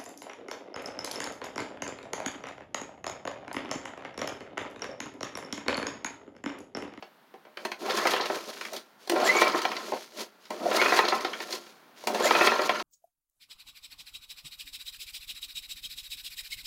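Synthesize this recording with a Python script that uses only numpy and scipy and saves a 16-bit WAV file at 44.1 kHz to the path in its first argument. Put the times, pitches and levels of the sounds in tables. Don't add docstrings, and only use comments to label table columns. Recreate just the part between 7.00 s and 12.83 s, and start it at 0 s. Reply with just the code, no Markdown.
import sys
import numpy as np
from scipy import signal
from scipy.fft import rfft, irfft
from scipy.io import wavfile
from scipy.ndimage import uniform_filter1d, map_coordinates

SR = 44100
rng = np.random.default_rng(int(sys.argv[2]) if len(sys.argv) > 2 else 0)


def master(y):
    cut = np.clip(np.atleast_2d(y).T, -1, 1)
    pcm = np.round(cut * 32767)
    wavfile.write(sys.argv[1], SR, pcm.astype(np.int16))


N = 256926

# [f/Hz, density/dB per Hz]
AIR_SPECTRUM = [(25, -35), (70, -31), (100, -21), (130, -11), (210, 0.5), (400, -2.5), (800, -1.5),
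                (1500, -4), (2500, -11.5), (4000, -14), (7700, -27), (16000, -20.5)]
# [t/s, strength/dB, then re strength: thud/dB, tick/dB, snap/dB]
CLACK_EVENTS = [(0.023, -34.5, -6.5, -15.5, -37), (0.338, -44, 0, -20, -30), (0.449, -45, -7, -20, -40),
                (0.466, -49.5, -1.5, -24, -40), (0.57, -27, -16, -16.5, -31), (0.649, -22, -8, -14, -23.5),
                (0.715, -23, -15.5, -15.5, -27), (0.904, -20.5, -22, -11.5, -31),
                (1.069, -13, -18, -17, -24), (1.161, -19.5, -28, -18, -30), (1.208, -30, -11, -1, -30),
                (1.256, -25.5, -11, -9.5, -21), (1.609, -24.5, -20, -16, -28),
                (1.649, -25.5, -45, -18.5, -26), (1.731, -34, -12, -10, -9.5), (1.762, -34, -19, -3.5, -12),
                (2.073, -40.5, 0, -3.5, -11), (2.095, -19, -8, -11, -14.5), (2.118, -25.5, -2, -18, -22),
                (2.198, -24, -3, -15, -41), (2.477, -26, -5, -6.5, -16), (2.616, -24.5, -36, -10.5, -18.5),
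                (2.715, -23.5, -12.5, -17, -28), (2.764, -25, -21.5, -9.5, -30), (2.919, -31, 5, -21, -36),
                (2.933, -32.5, 3, -11, -36), (3.204, -40, -8, 0, -7), (3.452, -47.5, -20, -5, -19),
                (3.503, -29.5, -1, -15, -18.5), (4.05, -28.5, -2, -2.5, -47), (4.082, -22.5, -5.5, -3, -20),
                (4.206, -29.5, -26, -11, -18), (4.246, -25, -5, -9.5, -47), (4.331, -21.5, -40, -18, -40),
                (4.401, -25, -11.5, -14, -35), (4.505, -40, -3.5, -2, -8), (4.524, -29.5, -31, -3, -17),
                (5.036, -44, 4, -7, -12), (5.07, -19, -6.5, -12.5, -15.5), (5.144, -24.5, -3, -11, -19),
                (5.616, -27.5, -7, -8, -17), (5.751, -23, -34, -20, -41), (5.796, -28.5, -32, -10, -33)]
# [f/Hz, density/dB per Hz]
CLACK_SPECTRUM = [(30, -29), (100, -37), (180, -7.5), (350, 5), (800, 6.5), (1600, 8), (3000, 18),
                  (4600, 12), (6500, -1.5), (8000, -18), (13000, -21.5), (16000, -23)]
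# [f/Hz, width/Hz, level/dB]
DECK_MODES = [(223.4, 19, 11), (264, 18, -16), (351, 9.9, 17.5), (391, 70, 12.5), (405, 18, 7),
              (505, 35, 11), (586.7, 4.6, 11), (607, 4, 19), (655, 47, 7), (741.4, 52, 14), (940, 63, 16),
              (1018, 134, 15), (1057, 29, 19.5), (1276, 8.9, 18.5), (1250, 18, 10), (1328, 50, 17.5),
              (1720, 86, 3.5), (1784, 15.4, 15.5), (1934, 75, 11), (2290, 150, 7.5), (4230, 150, 2)]
# [f/Hz, width/Hz, level/dB]
STARTER_MODES = [(1510, 390, 17), (2040, 150, 6.5), (3300, 27, 11), (4035, 14, -18), (4290, 58, -29.5),
                 (5940, 74, 1), (6570, 84, -28), (8750, 77, 12.5)]
# [f/Hz, t60/s, level/dB]
BLADE_MODES = [(217, .5, -39), (1044, 0.35, -38), (1381, 1.0, -34), (2330, 0.31, -45), (4480, 0.57, -41)]
# [f/Hz, t60/s]
YARD_T60 = [(200, 0.34), (1000, 0.17), (4000, 0.039), (12000, 0.24)]
# [start t/s, length t/s, hiss/dB, reel rumble/dB]
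ROPE_SLIDES = [(0.562, 0.2, -64, -45.5), (0.781, 0.071, -51.5, -40), (1.199, 0.52, -53, -46.5),
               (1.98, 0.14, -62.5, -58), (2.496, 0.588, -53.5, -51), (3.102, 0.21, -66, -52),
               (3.39, 0.13, -66, -73), (3.489, 0.39, -57, -38.5), (4.044, 0.587, -55, -43),
               (4.527, 0.22, -62, -60), (4.95, 0.3, -58.5, -54.5), (5.507, 0.42, -52, -46)]
# [middle t/s, build-up t/s, hiss/dB, reel rumble/dB]
ROPE_SCUFFS = [(1.361, 0.037, -46, -31.5), (1.499, 0.015, -47, -32), (1.764, 0.049, -51.5, -38.5),
               (2.582, 0.022, -42.5, -34), (2.891, 0.037, -51.5, -36.5), (2.965, 0.028, -60, -37),
               (3.213, 0.036, -43, -34.5), (4.16, 0.023, -45, -44), (4.43, 0.027, -49, -55),
               (4.544, 0.034, -42.5, -36), (5.666, 0.016, -41, -31)]
# [start t/s, then from start: half speed t/s, first swish t/s; stroke length t/s, coasting t/s,
# strength/dB, strain/dB, top whir f/Hz, whir/dB, whir roughness 0-1, whir fade after first swish/dB per s]
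ROPE_PULLS = [(0.799, .075, 0.177, 0.32, 0.38, -3.5, -0.5, 1793, -32, 0.83, 90),
              (2.095, 0.12, 0.179, 0.32, 0.53, -0.5, 1.5, 2340, -27.5, 0.37, 1),
              (3.59, 0.13, 0.174, 0.382, 0.43, 0, 1, 2570, -30, 0.47, 25),
              (5.06, 0.15, 0.2, .40, 0.58, 1, -1.5, 2595, -28, 0.45, 21)]
# [f/Hz, density/dB per Hz]
ROPE_SPECTRUM = [(100, -37), (400, -29), (2000, 7.5), (4500, 12.5), (6800, 8), (8000, -0.5), (9500, 1),
                 (13000, -1), (16000, -7.5)]
RUMBLE_SPECTRUM = [(30, -71), (100, -54), (125, -31), (170, -7.5), (220, -3), (320, 0.5), (650, 0.5),
                   (900, -12.5), (1400, -17.5), (4000, -40)]
RATTLE_SPECTRUM = [(100, -87), (500, 2.5), (950, 8), (1800, 5.5), (2600, 7.5), (3300, 6), (4600, 15.5),
                   (6500, -77), (8000, -15.5), (16000, -37)]
# [start t/s, end t/s, start f/Hz, end f/Hz, level/dB]
REEL_SQUEAKS = [(0.809, 0.878, 331, 468, -37), (2.102, 2.167, 323.4, 348, -28),
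                (0.879, 0.91, 789, 674, -31), (1.117, 1.14, 740, 700, -32), (1.716, 1.761, 636, 623, -38.5),
                (2.155, 2.175, 500, 540, -24), (2.217, 2.294, 729, 585, -24.5),
                (3.65, 3.698, 737, 597, -26), (3.729, 3.782, 684, 650, -25.5), (5.229, 5.28, 622, 610, -23),
                (2.24, 2.298, 7400, 7300, -37.5), (2.362, 2.382, 7000, 6800, -32.5),
                (5.226, 5.29, 7160, 7000, -34.5)]
# [t/s, strength/dB, thud re strength/dB, tick re strength/dB, shake-out t/s]
KNOCK_EVENTS = [(0.897, -21.5, -6.5, -11, 0.011), (1.052, -10, -12, -41, 0.015),
                (1.134, -14, -10.5, -14.5, 0.043), (1.197, -19, -10, -31, 0.035),
                (1.298, -16.5, -8.5, -25, 0.02), (2.159, -15.5, -9, -25, 0.068), (2.222, -28, 0, -14, 0.03),
                (2.349, -15, -10, -40, 0.06), (2.416, -3.5, -14.5, -23.5, 0.035),
                (2.467, -14, -13, -25, .04), (2.543, -12.5, -10, -45, 0.026), (2.587, -19, -15, -19, 0.011),
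                (2.65, -10.5, -13, -19.5, 0.015), (3.712, -15, -9.5, -23, 0.03),
                (3.77, -13, -16, -22, 0.033), (3.814, -5.5, -18, -21.5, 0.035),
                (3.857, -8.5, -20, -32, 0.018), (3.921, -7.5, -14, -43, 0.034),
                (3.988, -3.5, -14.5, -22, 0.019), (4.037, -14.5, -12.5, -29, 0.02),
                (4.121, -8.5, -14.5, -43, 0.027), (4.246, -18, -13.5, -16, 0.021),
                (5.203, -19, -5.5, -28, 0.02), (5.264, -22, -5, -35, 0.014),
                (5.306, -4, -16, -23.5, 0.0099), (5.349, -7, -15.5, -23.5, 0.036),
                (5.387, -18, -13, -20, .016), (5.409, -4.5, -15.5, -31, 0.046),
                (5.471, -4.5, -16, -20.5, 0.012), (5.516, -9.5, -13, -41, 0.028),
                (5.591, -12, -10, -27, .017), (5.692, -9, -13, -19.5, 0.016)]
# [f/Hz, density/dB per Hz]
KNOCK_SPECTRUM = [(30, -54), (100, -45), (125, -13.5), (170, -17), (330, 4), (900, 6), (1800, 9.5),
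                  (3000, 0.5), (4600, -14), (6500, -30), (8000, -37), (16000, -37)]

GRAB_S, SPIN_UP_S, LET_GO_S = 0.05, 0.045, 0.085
RUMBLE_DB, RUMBLE_POWER = -31.5, 0.74
RATTLE_DB, RATTLE_POWER = -25, 1.075
HISS_DB, HISS_POWER = -42, 0.67
DRAG_DB = -28
SWISH_DB, SWISH_S = -34.5, 0.017
SLIDE_EDGE_S, REEL_RATTLE_DB = 0.039, -8
REEL_RUN_ON_S, REEL_RUN_ON_DB = 0.11, -9
SCUFF_STOP = 0.61
SQUEEZE_DB, SQUEEZE_LEAD_S, SQUEEZE_S = -2.5, 0.0065, 0.02


def amp(db):
    return 10 ** (np.asarray(db) / 20)


def evened(x):
    return x / np.sqrt(np.mean(x ** 2) + 1e-20)


def read(points, hz):
    f, value = np.transpose(points)
    return np.interp(np.log(hz + 1), np.log(f), value)


def add(mix, start_s, sound):
    part = mix[max(round(start_s * SR), 0):][:len(sound)]
    part += sound[:len(part)]


def wander(n, rate_hz):
    at = np.arange(n) * rate_hz / SR
    return evened(map_coordinates(rng.standard_normal(8192), [at], order=2, mode="wrap"))


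def impact_sizes(spread_db):
    return amp(spread_db * np.minimum(rng.exponential(1, N), 3)) * rng.choice([-1, 1], N)


def swell(t, width_s):
    return 1 / np.cosh(np.minimum(abs(t) * np.sqrt(2) / width_s, 20))


def deck(spectrum, depth=1, extra=(), size=8192):
    hz = np.fft.rfftfreq(size, 1 / SR)
    peaks = np.ones(len(hz))
    for f, width_hz, db in list(DECK_MODES) + list(extra):
        peaks += amp(db) ** 2 / (1 + (2 * (hz - f) / width_hz) ** 2)
    cepstrum = irfft(np.log(amp(read(spectrum, hz)) * peaks ** (depth / 2)))
    cepstrum[1:size // 2] *= 2
    cepstrum[size // 2 + 1:] = 0
    return irfft(np.exp(rfft(cepstrum)))[:size // 2]


def chatter(level, spectrum, per_s, spread_db, smooth, flutter_db, flutter_hz, depth):
    impacts = evened(impact_sizes(spread_db) * (rng.random(N) < per_s / SR))
    friction = smooth * rng.standard_normal(N)
    force = (impacts + friction) * amp(flutter_db * wander(N, flutter_hz))
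    sound = signal.oaconvolve(force, deck(spectrum, depth))[:N]
    sound /= np.sqrt(uniform_filter1d(sound ** 2, size=2200) + 1e-12)
    return sound * level


def blow(response, levels_db, splits_hz, rise_s, contact_s, shake_db, shake_s, size=16384, count=660):
    t = np.arange(size) / SR
    contact = rng.standard_normal(size) * (1 - np.exp(-(t / rise_s) ** 2)) * np.exp(-t / contact_s)
    rebounds = rng.choice([-1, 1], size) * (rng.random(size) < 900 / SR) * (t > contact_s)
    rebounds = rebounds * amp(shake_db) * np.exp(-t / max(shake_s, 0.003))
    rebounds[0] = 1
    force = signal.fftconvolve(contact, rebounds)[:size]
    rest = signal.fftconvolve(force, response)[:size]
    bands = []
    for split_hz in splits_hz:
        low = np.tile(signal.butter(4, split_hz, "low", fs=SR, output="sos"), (2, 1))
        high = np.tile(signal.butter(4, split_hz, "high", fs=SR, output="sos"), (2, 1))
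        bands.append(signal.sosfilt(low, rest))
        rest = signal.sosfilt(high, rest)
    bands.append(rest)
    return sum(amp(db) * band / np.std(band[:count]) for db, band in zip(levels_db, bands))


def rope_speed(age_s, half_s):
    return 0.5 + 0.5 * np.tanh((age_s - half_s) / (2 * SPIN_UP_S))


def slide(age_s, length_s):
    run_on = amp(REEL_RUN_ON_DB) * np.exp(-np.maximum(age_s - length_s, 0) / REEL_RUN_ON_S)
    return np.clip(age_s / SLIDE_EDGE_S, 0, 1) * np.clip((length_s - age_s) / SLIDE_EDGE_S, run_on, 1)


def motion():
    t, power = np.arange(N) / SR, np.zeros((3, N))
    squeeze = amp(SQUEEZE_DB * sum(swell(t - s + SQUEEZE_LEAD_S, SQUEEZE_S) for s, *_ in KNOCK_EVENTS))
    for start_s, length_s, hiss_db, reel_db in ROPE_SLIDES:
        gains = amp([reel_db, reel_db + REEL_RATTLE_DB, hiss_db])
        power += np.outer(gains, slide(t - start_s, length_s)) ** 2
    for middle_s, build_s, hiss_db, reel_db in ROPE_SCUFFS:
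        width_s = np.where(t < middle_s, build_s, build_s * SCUFF_STOP)
        gains = amp([reel_db, reel_db + REEL_RATTLE_DB, hiss_db])
        power += np.outer(gains, swell(t - middle_s, width_s)) ** 2
    for start_s, half_s, swish_s, stroke_s, coast_s, db, strain_db, *_ in ROPE_PULLS:
        age_s = t - start_s
        grab, speed = np.clip(age_s / GRAB_S, 0, 1), rope_speed(age_s, half_s)
        driven = grab * np.exp(-np.maximum(age_s - stroke_s, 0) / LET_GO_S)
        engine = grab * speed * np.clip(1 - (age_s - stroke_s) / coast_s, 0, 1)
        drag = driven * amp(DRAG_DB + strain_db * 3.8 * speed * (1 - speed))
        swish = amp(SWISH_DB) * (swell(age_s - swish_s, SWISH_S) + swell(age_s - stroke_s, SWISH_S))
        rumble = np.hypot(amp(RUMBLE_DB) * engine ** RUMBLE_POWER, drag) * squeeze
        rattling = amp(RATTLE_DB) * engine ** RATTLE_POWER * squeeze ** (1 - driven)
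        hiss = np.hypot(amp(HISS_DB) * driven * speed ** HISS_POWER, swish)
        power += (amp(db) * np.array([rumble, rattling, hiss])) ** 2
    return np.sqrt(power)


def air(level_db=-59.5, swell_db=1, swell_hz=2.5):
    shape = amp(read(AIR_SPECTRUM, np.fft.rfftfreq(N, 1 / SR)))
    noise = irfft(rfft(rng.standard_normal(N)) * shape, N)
    return amp(level_db) * evened(noise) * amp(swell_db * wander(N, swell_hz))


def clacks(thud_db=-2, clank_db=-12, tick_db=-2, snap_db=-2):
    out, response = np.zeros(N), deck(CLACK_SPECTRUM, depth=0.85, extra=STARTER_MODES)
    for s, db, thud, tick, snap in CLACK_EVENTS:
        levels_db = db + np.array([thud + thud_db, clank_db, tick + tick_db, snap + snap_db])
        add(out, s, blow(response, levels_db, splits_hz=(900, 3500, 7500), rise_s=0.0018,
                         contact_s=0.0052, shake_db=-13, shake_s=0.024))
    return out


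def blade(shaking):
    t = np.arange(SR) / SR
    ring = sum(amp(db - 60 * t / t60_s) * np.cos(2 * np.pi * hz * t) for hz, t60_s, db in BLADE_MODES)
    return amp(-27.5) * signal.oaconvolve(shaking, ring)[:N]


def yard(x):
    taps = rng.standard_normal(SR) * (rng.random(SR) < 2500 / SR) * (np.arange(SR) > 0.012 * SR)
    hz, t, z = signal.stft(taps, SR, nperseg=256)
    decay = amp(-60 * t / read(YARD_T60, hz)[:, None])
    tail = signal.istft(z * decay, SR, nperseg=256)[1]
    return amp(-20.5) * signal.fftconvolve(x, tail / np.linalg.norm(tail))[:N]


def rope_hiss(level):
    return amp(5.0) * chatter(level, ROPE_SPECTRUM, per_s=1800, spread_db=-6.0, smooth=1.0,
                              flutter_db=1.5, flutter_hz=141.5, depth=0.28)


def coils(level, per_s=70, spread_db=3, level_db=-1):
    slips = impact_sizes(spread_db) * (rng.random(N) < per_s / SR)
    ticks = signal.oaconvolve(slips, deck(CLACK_SPECTRUM, extra=STARTER_MODES))[:N]
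    return amp(level_db) * level * evened(ticks)


def reel_and_engine_rumble(level):
    return amp(-4.5) * chatter(level, RUMBLE_SPECTRUM, per_s=600, spread_db=1.0, smooth=0.84,
                               flutter_db=1.5, flutter_hz=69.85, depth=0.84)


def rattle(level):
    return amp(-7) * chatter(level, RATTLE_SPECTRUM, per_s=380, spread_db=4.0, smooth=0.2,
                             flutter_db=1.8, flutter_hz=90.5, depth=1.35)


def tinkles(level, level_db=-8, tilt_db_per_octave=-3.0, count=48):
    t, out = np.arange(2048) / SR, np.zeros(N)
    for hz in np.geomspace(1100, 6800, count) * rng.uniform(0.97, 1.03, count):
        ping = np.sin(2 * np.pi * hz * t) * np.exp(-t / 0.004) * (1 - np.exp(-t / 0.0004))
        strikes = (rng.random(N) < 25 / SR) * rng.uniform(0.3, 1, N)
        out += amp(tilt_db_per_octave * np.log2(hz / 1000)) * signal.oaconvolve(strikes, ping)[:N]
    return evened(out) * amp(level_db) * level


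def whirs(overtone_db=-20, level_db=-3.0, housing_hz=2060, housing_width_hz=220, housing_db=8,
          overrun_s=0.076, sag_hz_per_s=1200, waver_db=4.5, speed_power=1.46):
    out = np.zeros(N)
    for start_s, half_s, swish_s, stroke_s, _, _, _, top_hz, db, rough, fade_db_per_s in ROPE_PULLS:
        t = np.arange(0, stroke_s + overrun_s, 1 / SR)
        n, speed = len(t), rope_speed(t, half_s)
        hz = top_hz * speed - sag_hz_per_s * np.maximum(t - stroke_s - overrun_s / 2, 0)
        jitter = 1 + rough * (0.055 * wander(n, 900) + 0.016 * wander(n, 80))
        phase = 2 * np.pi * np.cumsum(hz * jitter) / SR
        grip = 1 + rough * (wander(n, 120) + 0.7 * wander(n, 500))
        grip = grip * amp(waver_db * wander(n, 55))
        tone = (np.sin(phase) + amp(overtone_db) * np.sin(2 * phase)) * grip
        boost_db = housing_db / (1 + (2 * (hz - housing_hz) / housing_width_hz) ** 2)
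        slack_db = -fade_db_per_s * np.maximum(t - swish_s, 0)
        gain = speed ** speed_power * amp(db + level_db + boost_db + slack_db)
        add(out, start_s, evened(tone) * gain * signal.windows.tukey(n, 0.08))
    return out


def squeaks(jitter_at_600_hz=50, rough=0.71, level_db=-1):
    out = np.zeros(N)
    for start_s, end_s, from_hz, to_hz, db in REEL_SQUEAKS:
        n, scale = max(round((end_s - start_s) * SR), 200), np.sqrt(from_hz / 600)
        hz = np.linspace(from_hz, to_hz, n) + jitter_at_600_hz * scale * wander(n, 629)
        tone = np.sin(2 * np.pi * np.cumsum(hz) / SR) * (1 + rough * wander(n, 160 * scale))
        add(out, start_s, amp(db + level_db) * evened(tone) * signal.windows.tukey(n, 0.5))
    return out


def housing(x):
    return signal.sosfilt(signal.butter(4, 260, "high", fs=SR, output="sos"), x)


def knocks(thud_db=-2, clank_db=-17, tick_db=-3):
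    out, response = np.zeros(N), deck(KNOCK_SPECTRUM, depth=0.9)
    for s, db, thud, tick, shake_s in KNOCK_EVENTS:
        levels_db = db + np.array([thud + thud_db, clank_db, tick + tick_db])
        add(out, s, blow(response, levels_db, splits_hz=(900, 3500), rise_s=0.0014,
                         contact_s=0.005, shake_db=-13.0, shake_s=shake_s))
    return out


def scene():
    turning, rattling, sliding = motion()
    friction = rope_hiss(sliding) + coils(sliding) + reel_and_engine_rumble(turning) + rattle(rattling)
    shaking = clacks() + friction + knocks()
    mower = shaking + blade(shaking) + tinkles(rattling) + housing(whirs() + squeaks())
    return (air() + mower + yard(mower))[None]


def record(dry, edge_hz=16200):
    lowpass = signal.firwin(511, edge_hz, window=("kaiser", 9), fs=SR)
    return signal.oaconvolve(dry, lowpass[None], "same")


dry = scene()
out = record(dry)
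master(out)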